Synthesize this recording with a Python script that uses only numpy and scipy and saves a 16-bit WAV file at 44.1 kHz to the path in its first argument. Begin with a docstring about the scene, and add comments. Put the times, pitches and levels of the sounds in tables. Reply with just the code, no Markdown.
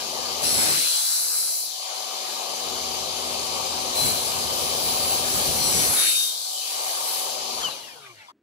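"""A mitre saw, close to a two-port microphone, bites an aluminium strip in short passes.
The motor roars and whines, the teeth hiss and the blade sings on multiples of its turning rate, while
a wind-like rumble buffets the microphone. Then the brake grips and the gears whine down.
The slowing saw and the faint yard behind it cut off abruptly; a different low hush follows.
Twice the microphone's low end thins out below a moving edge and creeps back."""
import sys
import numpy as np
from scipy import signal
from scipy.fft import rfft, irfft, next_fast_len
from scipy.io import wavfile
from scipy.ndimage import uniform_filter1d, map_coordinates

SR = 44100
rng = np.random.default_rng(int(sys.argv[2]) if len(sys.argv) > 2 else 0)


def materialize(psi):
    """Save the field psi as 16-bit PCM at rate SR to the path in sys.argv[1].

    A 1-D psi becomes a single channel; in a 2-D psi each row is a channel.
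    """
    bounded = np.clip(np.atleast_2d(psi).T, -1, 1)
    quanta = np.round(bounded * 32767).astype(np.int16)
    wavfile.write(sys.argv[1], SR, quanta)


N = 371322

# blade speed under power, then under the brake: t/s, rate/(turns per s)
RUNNING_SPEED = [(0, 80.82), (.42, 81.22), (.75, 81.12), (1.15, 80.85), (1.55, 80.63), (2, 80.81),
                 (2.8, 81.07), (3.6, 81.2), (4.2, 81.12), (5.25, 81.05), (5.85, 80.84), (6.2, 80.68),
                 (6.9, 80.86), (7.5, 80.92)]
BRAKING_SPEED = [(7.601, 81), (7.62, 78.6), (7.68, 67.9), (7.75, 58.5), (7.83, 47), (7.9, 39.7),
                 (7.94, 36.5), (8.0, 31), (8.09, 27), (8.16, 23), (8.24, 19.9), (8.32, 17)]
# spectra of motor air, teeth, microphone rumble, yard, casing and hush: f/Hz, relative level/dB
ROAR_SPECTRUM = [(20, -31), (70, -17), (300, -10.5), (550, 0.5), (680, -0.5), (760, 1), (860, 0.5),
                 (1200, -4.5), (1500, -24.5), (2400, -10.5), (2800, -10), (3020, -3), (3300, -5),
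                 (4100, -1.5), (4600, -1), (5100, -2), (5500, -6), (6100, -2.5), (7200, -10), (8000, -16),
                 (14300, -18), (14600, -43.5), (16000, -47)]
HISS_SPECTRUM = [(20, -46), (300, 1), (900, -15), (1400, -5.5), (2200, -3.5), (3200, -2.5), (4300, 1.5),
                 (6000, 3), (7000, 0.5), (8000, 5), (9000, 1), (10000, 0.5), (11400, 5.5), (11900, 6),
                 (12300, 6), (12700, -1), (13000, 3), (14500, -9), (16000, -10)]
RUMBLE_SPECTRUM = [(20, -22), (60, 1), (160, 5), (400, -4.5), (900, -24), (2000, -68)]
YARD_SPECTRUM = [(20, -21), (120, 6.5), (300, -18), (800, 9.5), (1200, 5.5), (2000, 7.5), (4000, -5.5),
                 (5500, -4), (9000, -30), (13000, -25), (16000, -48)]
CASING_SPECTRUM = [(2500, -39), (2850, -1), (3100, -4), (3400, -5), (4000, -37)]
HUSH_SPECTRUM = [(20, -6), (100, 2), (350, 13), (480, -3), (700, -12), (2000, -18), (8000, -33.5),
                 (16000, -44)]
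# course of the motor's roar: t/s, relative level/dB
ROAR_LEVEL = [(0, -35), (.44, -32), (.95, -34.5), (1.1, -36), (1.9, -36), (2.7, -34), (3.93, -33),
              (4.1, -32), (5.8, -31.5), (6.2, -36), (6.5, -35), (7.6, -34.5)]
# tones of the motor shaft and of the blade shaft: multiple, relative level/dB
ROTOR_TONES = [(1, -47.5), (2, -38.5), (3, -59), (8, -50.5), (19, -42)]
SPINDLE_TONES = [(1, -49), (2, -57), (3, -48), (50, -50.5)]
# the motor's hum, sinking while the teeth bite hardest: t/s, gain/dB
HUM_GAIN = [(0, -2.5), (.7, 0), (.86, -19), (1.45, -5), (1.72, -0.5), (5.84, 1.5), (5.96, -17), (6.15, -5),
            (6.42, -5), (6.52, 5.5), (6.72, -0.5), (8.4, 1)]
# pressure of the teeth on the strip, heard as hiss: t/s, relative level/dB, tilt/(dB per octave)
FEED = [(0, -48, -2), (.41, -47.5, -1), (.44, -32, -0.5), (.94, -29.5, -3.5), (1.04, -31, -2.5),
        (1.5, -31.5, -1), (1.63, -35, 0), (1.77, -48.5, -2.5), (3.93, -46, -3), (3.97, -36, 0),
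        (4.06, -33, 0), (4.44, -40, -0.5), (5.28, -34, 0), (5.5, -32.5, 0), (5.9, -28.5, -0.5),
        (6.08, -27.5, -3), (6.24, -30, -2), (6.38, -41, -2.5), (6.7, -41.5, -1), (7.04, -36.5, 1),
        (7.2, -34.5, 1.5), (7.4, -49, 0), (7.6, -45.5, -2)]
# brief jolts in the rumble: t/s, relative level/dB
JOLTS = [(4.06, -42), (4.75, -51), (5.28, -57), (5.48, -49), (7.03, -45), (7.65, -44)]
# the blade's loudest notes, then the gear whistles:
# start/s, peak/s, end/s, multiple of the blade's rate, relative level/dB
BLADE_NOTES = [(.44, .47, .52, 50, -33), (.43, .8, 1.55, 100, -28), (.45, .48, .55, 73, -36),
               (.45, .5, .58, 69, -34), (.46, .6, .9, 63, -34), (.46, .52, .69, 67, -30),
               (.46, .57, .65, 121, -32), (.47, .59, .73, 97, -31), (.48, .63, .74, 87, -34),
               (.7, .84, .9, 73, -35), (.69, .82, 1.3, 50, -29.5), (1.34, 1.4, 1.7, 50, -36),
               (1.17, 1.26, 1.39, 141, -34.5), (1.18, 1.25, 1.32, 117, -36.5),
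               (1.38, 1.44, 1.56, 139, -35.5), (3.2, 5.1, 5.4, 100, -35), (3.965, 4.03, 4.12, 50, -24.5),
               (4.15, 4.18, 4.26, 50, -34), (3.96, 4.05, 4.15, 150, -29), (4.62, 4.9, 5.42, 151, -34),
               (4.75, 5.08, 5.7, 150, -33), (4.79, 4.9, 5.2, 50, -37), (4.87, 5.15, 5.22, 154, -35),
               (4.4, 4.5, 4.75, 152, -39), (4.73, 5.0, 5.3, 137, -38), (5.3, 5.45, 5.58, 152, -36),
               (5.4, 5.65, 5.9, 50, -40), (.48, .56, .72, 53, -32), (.45, .52, .71, 124, -35),
               (5.68, 5.78, 5.9, 81, -34), (5.81, 5.9, 6.05, 130, -35), (5.58, 5.8, 5.88, 69, -32),
               (5.59, 5.63, 5.69, 53, -29), (5.76, 5.85, 5.89, 53, -34), (6.04, 6.09, 6.13, 53, -32),
               (5.56, 5.82, 5.9, 73, -30), (6.16, 6.2, 6.26, 73, -36), (5.56, 5.69, 5.84, 144, -33),
               (5.62, 5.75, 6.1, 96, -31), (5.64, 5.82, 5.97, 117, -32), (5.74, 5.78, 5.88, 55, -37),
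               (5.8, 5.89, 6.06, 141, -25), (5.85, 5.96, 6.03, 124, -33), (5.88, 6.03, 6.17, 115, -34),
               (5.97, 6.21, 6.31, 46, -24.5), (6.34, 6.36, 6.43, 46, -36), (5.94, 6.0, 6.14, 125, -29),
               (6.04, 6.13, 6.26, 139, -30), (6.1, 7.0, 7.4, 100, -36), (6.75, 7.05, 7.22, 150, -37)]
GEAR_WHISTLES = [(7.61, 7.63, 7.66, 19 * 14 / 3, -40), (7.63, 7.655, 7.68, 42, -25.5),
                 (7.72, 7.73, 7.75, 42, -49), (7.695, 7.715, 7.735, 63, -34), (7.79, 7.81, 7.83, 84, -42),
                 (7.74, 7.77, 7.8, 105, -47), (7.86, 7.88, 7.92, 126, -50), (7.83, 7.845, 7.86, 63, -44),
                 (7.88, 7.93, 7.94, 63, -50), (7.87, 7.9, 7.94, 84, -50), (7.93, 8.03, 8.14, 14, -52),
                 (7.98, 8.13, 8.21, 14 / 3, -53), (8.0, 8.07, 8.09, 126, -50), (8.02, 8.05, 8.12, 41, -50),
                 (8.06, 8.08, 8.125, 45, -53), (7.95, 8.0, 8.03, 45, -57), (8.16, 8.22, 8.24, 126, -58),
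                 (8.18, 8.195, 8.21, 189, -55), (8.28, 8.305, 8.32, 280, -59), (8.19, 8.22, 8.32, 42, -57),
                 (8.27, 8.29, 8.31, 189, -53)]
# right channel against left; near 12 kHz the two sound in opposite phase:
# f/Hz, left louder by/dB, likeness 0-1, right lag/rad
STEREO_IMAGE = [(0, -6, .7, 2), (101, 5, 0.3, 0.34), (390, 3.5, 0.7, 0.37), (737, 10, 0.89, 1.1),
                (857, 12.5, 0.55, 6.1), (1017, 3, 1, 4.2), (1366, 1, 0, 6.9), (2230, -0.5, 0.94, 11.03),
                (2920, 5, 0, 12.23), (4040, 7.5, 0.56, 19), (4830, 3, 0.27, 21.76), (5400, 14.5, 0.3, 24.2),
                (7160, 4, 0, 29.2), (7870, 6, 1, 37.6), (7845, -3, 0.93, 35.8), (7900, -6, 0.7, 35.45),
                (8180, 2.5, 0.98, 34.5), (9040, 3.5, 0.7, 32.1), (9870, -2.5, 1, 31.9),
                (11300, 1.5, 0.07, 29.74), (11680, 0, 1, 9 * np.pi), (12380, 0, 1, 9 * np.pi),
                (12950, 0, 0.88, 28.3), (13180, 13.5, 0.9, 41), (13120, -5, 0.9, 25.2), (14200, 6, 1, 25.5),
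                (15840, 1, 0.9, 17)]
# spells of thin low end: start/s, release/s, edge heads for f/Hz, loss below the edge/dB
THINNINGS = [(0.673, 1.64, 3920, 10.5), (5.948, 6.504, 3570, 11.5)]
# the microphone's moving low cut: t/s, corner f/Hz, loss under the knee/(dB per octave)
LOW_CUT = [(0, 25, 3.5), (.72, 29.6, 0.5), (.8, 132, 1), (.9, 210, 9), (1.0, 370, 40), (1.08, 497, 55),
           (1.25, 314, 11), (1.64, 254, 9), (1.85, 220, 19), (2.1, 120, 11), (2.64, 90.5, 3.5),
           (2.72, 24.7, 1.5), (5.9, 24.4, -0.5), (5.98, 50.2, 7.5), (6.07, 90, 4.5), (6.11, 221, 14.5),
           (6.58, 216, 11), (6.72, 80, 12.5), (7.0, 60, 11.5), (7.55, 60, 4), (7.62, 30, 3)]

TIME = np.arange(N) / SR
BRAKE_S, CUTOFF_S = BRAKING_SPEED[0][0], 8.322
GEAR_RATIO = 14 / 3  # motor turns per blade turn
ROAR_FADE, HISS_FADE, CASING_FADE = 2.37, 1.88, 1.9  # dB lost per dB of lost speed


def amp(db):
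    return 10 ** (np.asarray(db) / 20)


def unit(x):
    return x / np.sqrt(np.mean(x ** 2) + 1e-20)


def curves(rows, at=TIME):
    """Each later column, interpolated along the first."""
    axis, *columns = np.transpose(rows)
    return [np.interp(at, axis, column) for column in columns]


def wobble(rate):
    """A smooth random curve, rate knots a second."""
    return map_coordinates(rng.standard_normal(int(N * rate / SR) + 4), [TIME * rate])


def filtered(x, response):
    """x times a complex response of frequency."""
    size = next_fast_len(N + SR // 2)
    return irfft(rfft(x, size) * response(np.fft.rfftfreq(size, 1 / SR)), size)[..., :N]


def coloured(x, spectrum):
    """x shaped by a spectrum on a log frequency axis, rms 1."""
    points_hz, db = np.transpose(spectrum)
    return unit(filtered(x, lambda hz: amp(np.interp(np.log(hz + 1), np.log(points_hz), db))))


def shaped(x, gain, size=1024):
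    """x times gain(hz, t) on the short-time spectrum."""
    hz, t, frames = signal.stft(x, SR, nperseg=size)
    return signal.istft(frames * gain(hz[:, None], t), SR, nperseg=size)[1][..., :N]


def patchy(depth_db):
    """Two white noises sharing patches of random gain."""
    def gain(hz, t):
        bands = uniform_filter1d(rng.standard_normal((len(hz), len(t))), size=12, axis=0)
        return amp(depth_db * unit(uniform_filter1d(bands, size=6, axis=1)))
    return shaped(rng.standard_normal((2, N)), gain)


def repeating(turn, renew_hz, points=900):
    """Two noises that repeat with every turn while their pattern drifts."""
    patterns = rng.standard_normal((2, int(N * renew_hz / SR) + 2, points))
    place = [TIME * renew_hz, turn % 1 * points]
    return unit(np.array([map_coordinates(p, place, mode="grid-wrap") for p in patterns]))


def tone(cycles, db):
    """A sine of rms level db that wavers a little."""
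    return np.sqrt(2) * amp(db + wobble(13)) * np.sin(2 * np.pi * cycles + 0.49 * wobble(10))


def motor_roar(turn, speed):
    """Air and brushes roar; as the fan slows, the shaft's beat takes over from the rush of air."""
    roar_db = curves(ROAR_LEVEL)[0] + 7 + ROAR_FADE * 20 * np.log10(speed)
    beat_share = np.clip(1.2 * (1 - speed), 0, .5)
    air = np.sqrt(1 - beat_share) * patchy(depth_db=1.26)
    beat = np.sqrt(beat_share) * repeating(GEAR_RATIO * turn, renew_hz=14, points=400)
    return amp(roar_db + 0.1 * wobble(7.3)) * coloured(air + beat, ROAR_SPECTRUM)


def shaft_whine(turn, speed):
    """Both shafts sound multiples of their rates, fading steeply as they slow."""
    hum_db = curves(HUM_GAIN)[0]
    rotor = sum(tone(k * GEAR_RATIO * turn, db + hum_db) for k, db in ROTOR_TONES)
    spindle = sum(tone(k * turn, db) for k, db in SPINDLE_TONES)
    return (rotor + spindle) * speed ** 9


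def tooth_hiss(turn, bite_db, repeat_share=.55):
    """Teeth hiss on metal; part repeats each turn because the same teeth bite again."""
    repeated = np.sqrt(repeat_share) * repeating(turn, renew_hz=7)
    fresh = np.sqrt(1 - repeat_share) * patchy(depth_db=2.5)
    tilt = lambda hz, t: amp(curves(FEED, t)[1] * np.log2((hz + 300) / 10000))
    hiss = shaped(coloured(repeated + fresh, HISS_SPECTRUM), tilt)
    return amp(bite_db + 7.5 + 1.06 * wobble(11)) * hiss


def microphone_rumble(bite_db, idle_db=-48, jolt_s=.038):
    """Low, wind-like rumble buffets the microphone, stronger while the teeth bite."""
    buffeting = amp(-55 + 0.78 * (bite_db - idle_db))
    jolts = sum(amp(db) * np.exp(-((TIME - at) / jolt_s) ** 2) for at, db in JOLTS)
    flutter = amp(0.8 * wobble(10) + 2.7 * np.array([wobble(14), wobble(14)]))
    rumble = coloured(rng.standard_normal((2, N)) + .5 * rng.standard_normal(N), RUMBLE_SPECTRUM)
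    return (buffeting + jolts) * flutter * amp([[3.5], [.4]]) * rumble


def yard():
    """Faint, patchy noise of the yard behind the saw."""
    return amp(-46.5) * coloured(patchy(depth_db=7.5), YARD_SPECTRUM)


def stereo(noise, tones):
    """The right channel is the left shifted in phase and level, with noise of its own."""
    def right(hz):
        louder_db, alike, lag = curves(STEREO_IMAGE, hz)
        alike = np.clip(alike, 0, 1)
        shift = amp(-louder_db) * np.exp(-1j * lag)
        return shift * [alike, np.sqrt(1 - alike ** 2), np.ones_like(hz)]
    return np.array([noise[0] + tones, filtered(np.array([*noise, tones]), right).sum(0)])


def blade_song(turn, faint_per_s=45, faint_s=.07):
    """Multiples swell as a blade mode catches them; faint ones come by chance and follow the hiss."""
    faint = []
    for slot in np.arange(0, BRAKE_S - .4, 1 / faint_per_s):
        delay, pitch, softness = rng.random(3)
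        start = slot + delay / faint_per_s
        peak = start + faint_s / 2
        db = curves(FEED, peak)[0] - 9 - 6 * softness
        faint.append((start, peak, start + faint_s, round(45 + 111 * pitch), db))
    song, tremble = np.zeros(N), .5 * wobble(40)
    for start, peak, end, multiple, db in BLADE_NOTES + faint:
        span = slice(max(round((start - .04) * SR), 0), round((end + .035) * SR))
        swell_db = np.interp(TIME[span], [start - .04, start, peak, end, end + .04], [-37, -3, .5, -7, -32])
        phase = 2 * np.pi * multiple * turn[span] + tremble[span]
        song[span] += np.sqrt(2) * amp(db + swell_db) * np.sin(phase)
    return song * amp(1.6 * wobble(30))


def low_end_thinning(hz, t, rise_s=.21, fall_s=.39, knee_hz=624):
    """Microphone gain: a step below a moving edge, a slope under the knee and a steep low cut."""
    edge_hz, step_db = 340, 0
    for start, release, top_hz, loss_db in THINNINGS:
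        rise = 1 - np.exp(-np.clip(t - start, 0, release - start) / rise_s)
        fall = np.exp(-np.maximum(t - release, 0) / fall_s)
        edge_hz = np.maximum(edge_hz, top_hz * rise * fall)
        held = release + .067
        step_db += np.interp(t, [start, start + .15, held, held + .23], [0, loss_db, loss_db, 0])
    cut_hz, slope_db = curves(LOW_CUT, t)
    octaves_below = lambda corner: np.maximum(np.log2(corner / (hz + 5)), 0)
    edge_db = step_db / (1 + (hz / edge_hz) ** 40)
    cut_db = np.minimum(75 * octaves_below(cut_hz), 52)
    return amp(-edge_db - slope_db * octaves_below(knee_hz) - cut_db)


def proud_tooth(turn, bite_db, start_s=.82, end_s=1.5, ring_hz=1500, decay_s=.0004):
    """For a while one proud tooth knocks the strip once a turn, each time with a new size."""
    hits = np.flatnonzero(np.diff(np.floor(turn - .7)))  # 0.7 of the way round
    hits = hits[(hits > start_s * SR) & (hits < end_s * SR)]
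    blows, t = np.zeros(N), TIME[:200]
    blows[hits] = amp(bite_db[hits] + 14 + 4 * rng.standard_normal(len(hits)))
    return np.convolve(blows, np.sin(2 * np.pi * ring_hz * t) * np.exp(-t / decay_s))[:N]


def casing_rush(speed, rise_s=.12):
    """The gripping brake stirs the casing's resonance, a narrow band of noise."""
    grip = np.clip((TIME - BRAKE_S) / rise_s, 0, 1)
    rush = coloured(patchy(depth_db=1), CASING_SPECTRUM)
    return grip * amp(-38.5 + CASING_FADE * 20 * np.log10(speed)) * rush


def gear_whistles(turn, edge_s=.025):
    """Gear multiples glide down with the slowing blade in brief, rough whistles."""
    whistles, tremble = np.zeros(N), wobble(110)
    for start, peak, end, multiple, db in GEAR_WHISTLES:
        times = [0, start - edge_s, start, peak, end, end + edge_s, TIME[-1] + 1]
        swell_db = np.interp(TIME, times, [-90, -30, -3, 0, -4, -30, -300])
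        phase = 2 * np.pi * multiple * turn + min(multiple / 130, .7) * tremble
        whistles += np.sqrt(2) * amp(db + swell_db) * np.sin(phase)
    return whistles * (TIME > BRAKE_S) * amp(2.5 * wobble(60))


def hush():
    """A low, steady hush, a different ambience from the yard."""
    return amp(-63) * coloured(rng.standard_normal(N), HUSH_SPECTRUM)


def scene():
    """The saw from close by; as it slows, saw and yard cut off abruptly and the hush follows."""
    rate = curves(RUNNING_SPEED + BRAKING_SPEED)[0]
    turn = np.cumsum(rate) / SR  # blade turns so far
    speed = rate / rate[0]
    bite_db = curves(FEED)[0] + HISS_FADE * 20 * np.log10(speed)
    roar, whine = motor_roar(turn, speed), shaft_whine(turn, speed)
    hiss, rumble = tooth_hiss(turn, bite_db), microphone_rumble(bite_db)
    noise = roar + hiss + yard() + casing_rush(speed)
    tones = whine + blade_song(turn) + proud_tooth(turn, bite_db) + gear_whistles(turn)
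    sounding = np.clip((CUTOFF_S - TIME) / .015, 0, 1)
    return (stereo(noise, tones) + rumble) * sounding + hush() * (1 - sounding)


def record(dry):
    """At the microphone the low end thins and returns; nothing passes above 15680 Hz."""
    return filtered(shaped(dry, low_end_thinning, size=2048), lambda hz: hz < 15680)


dry = scene()
out = record(dry)
materialize(out)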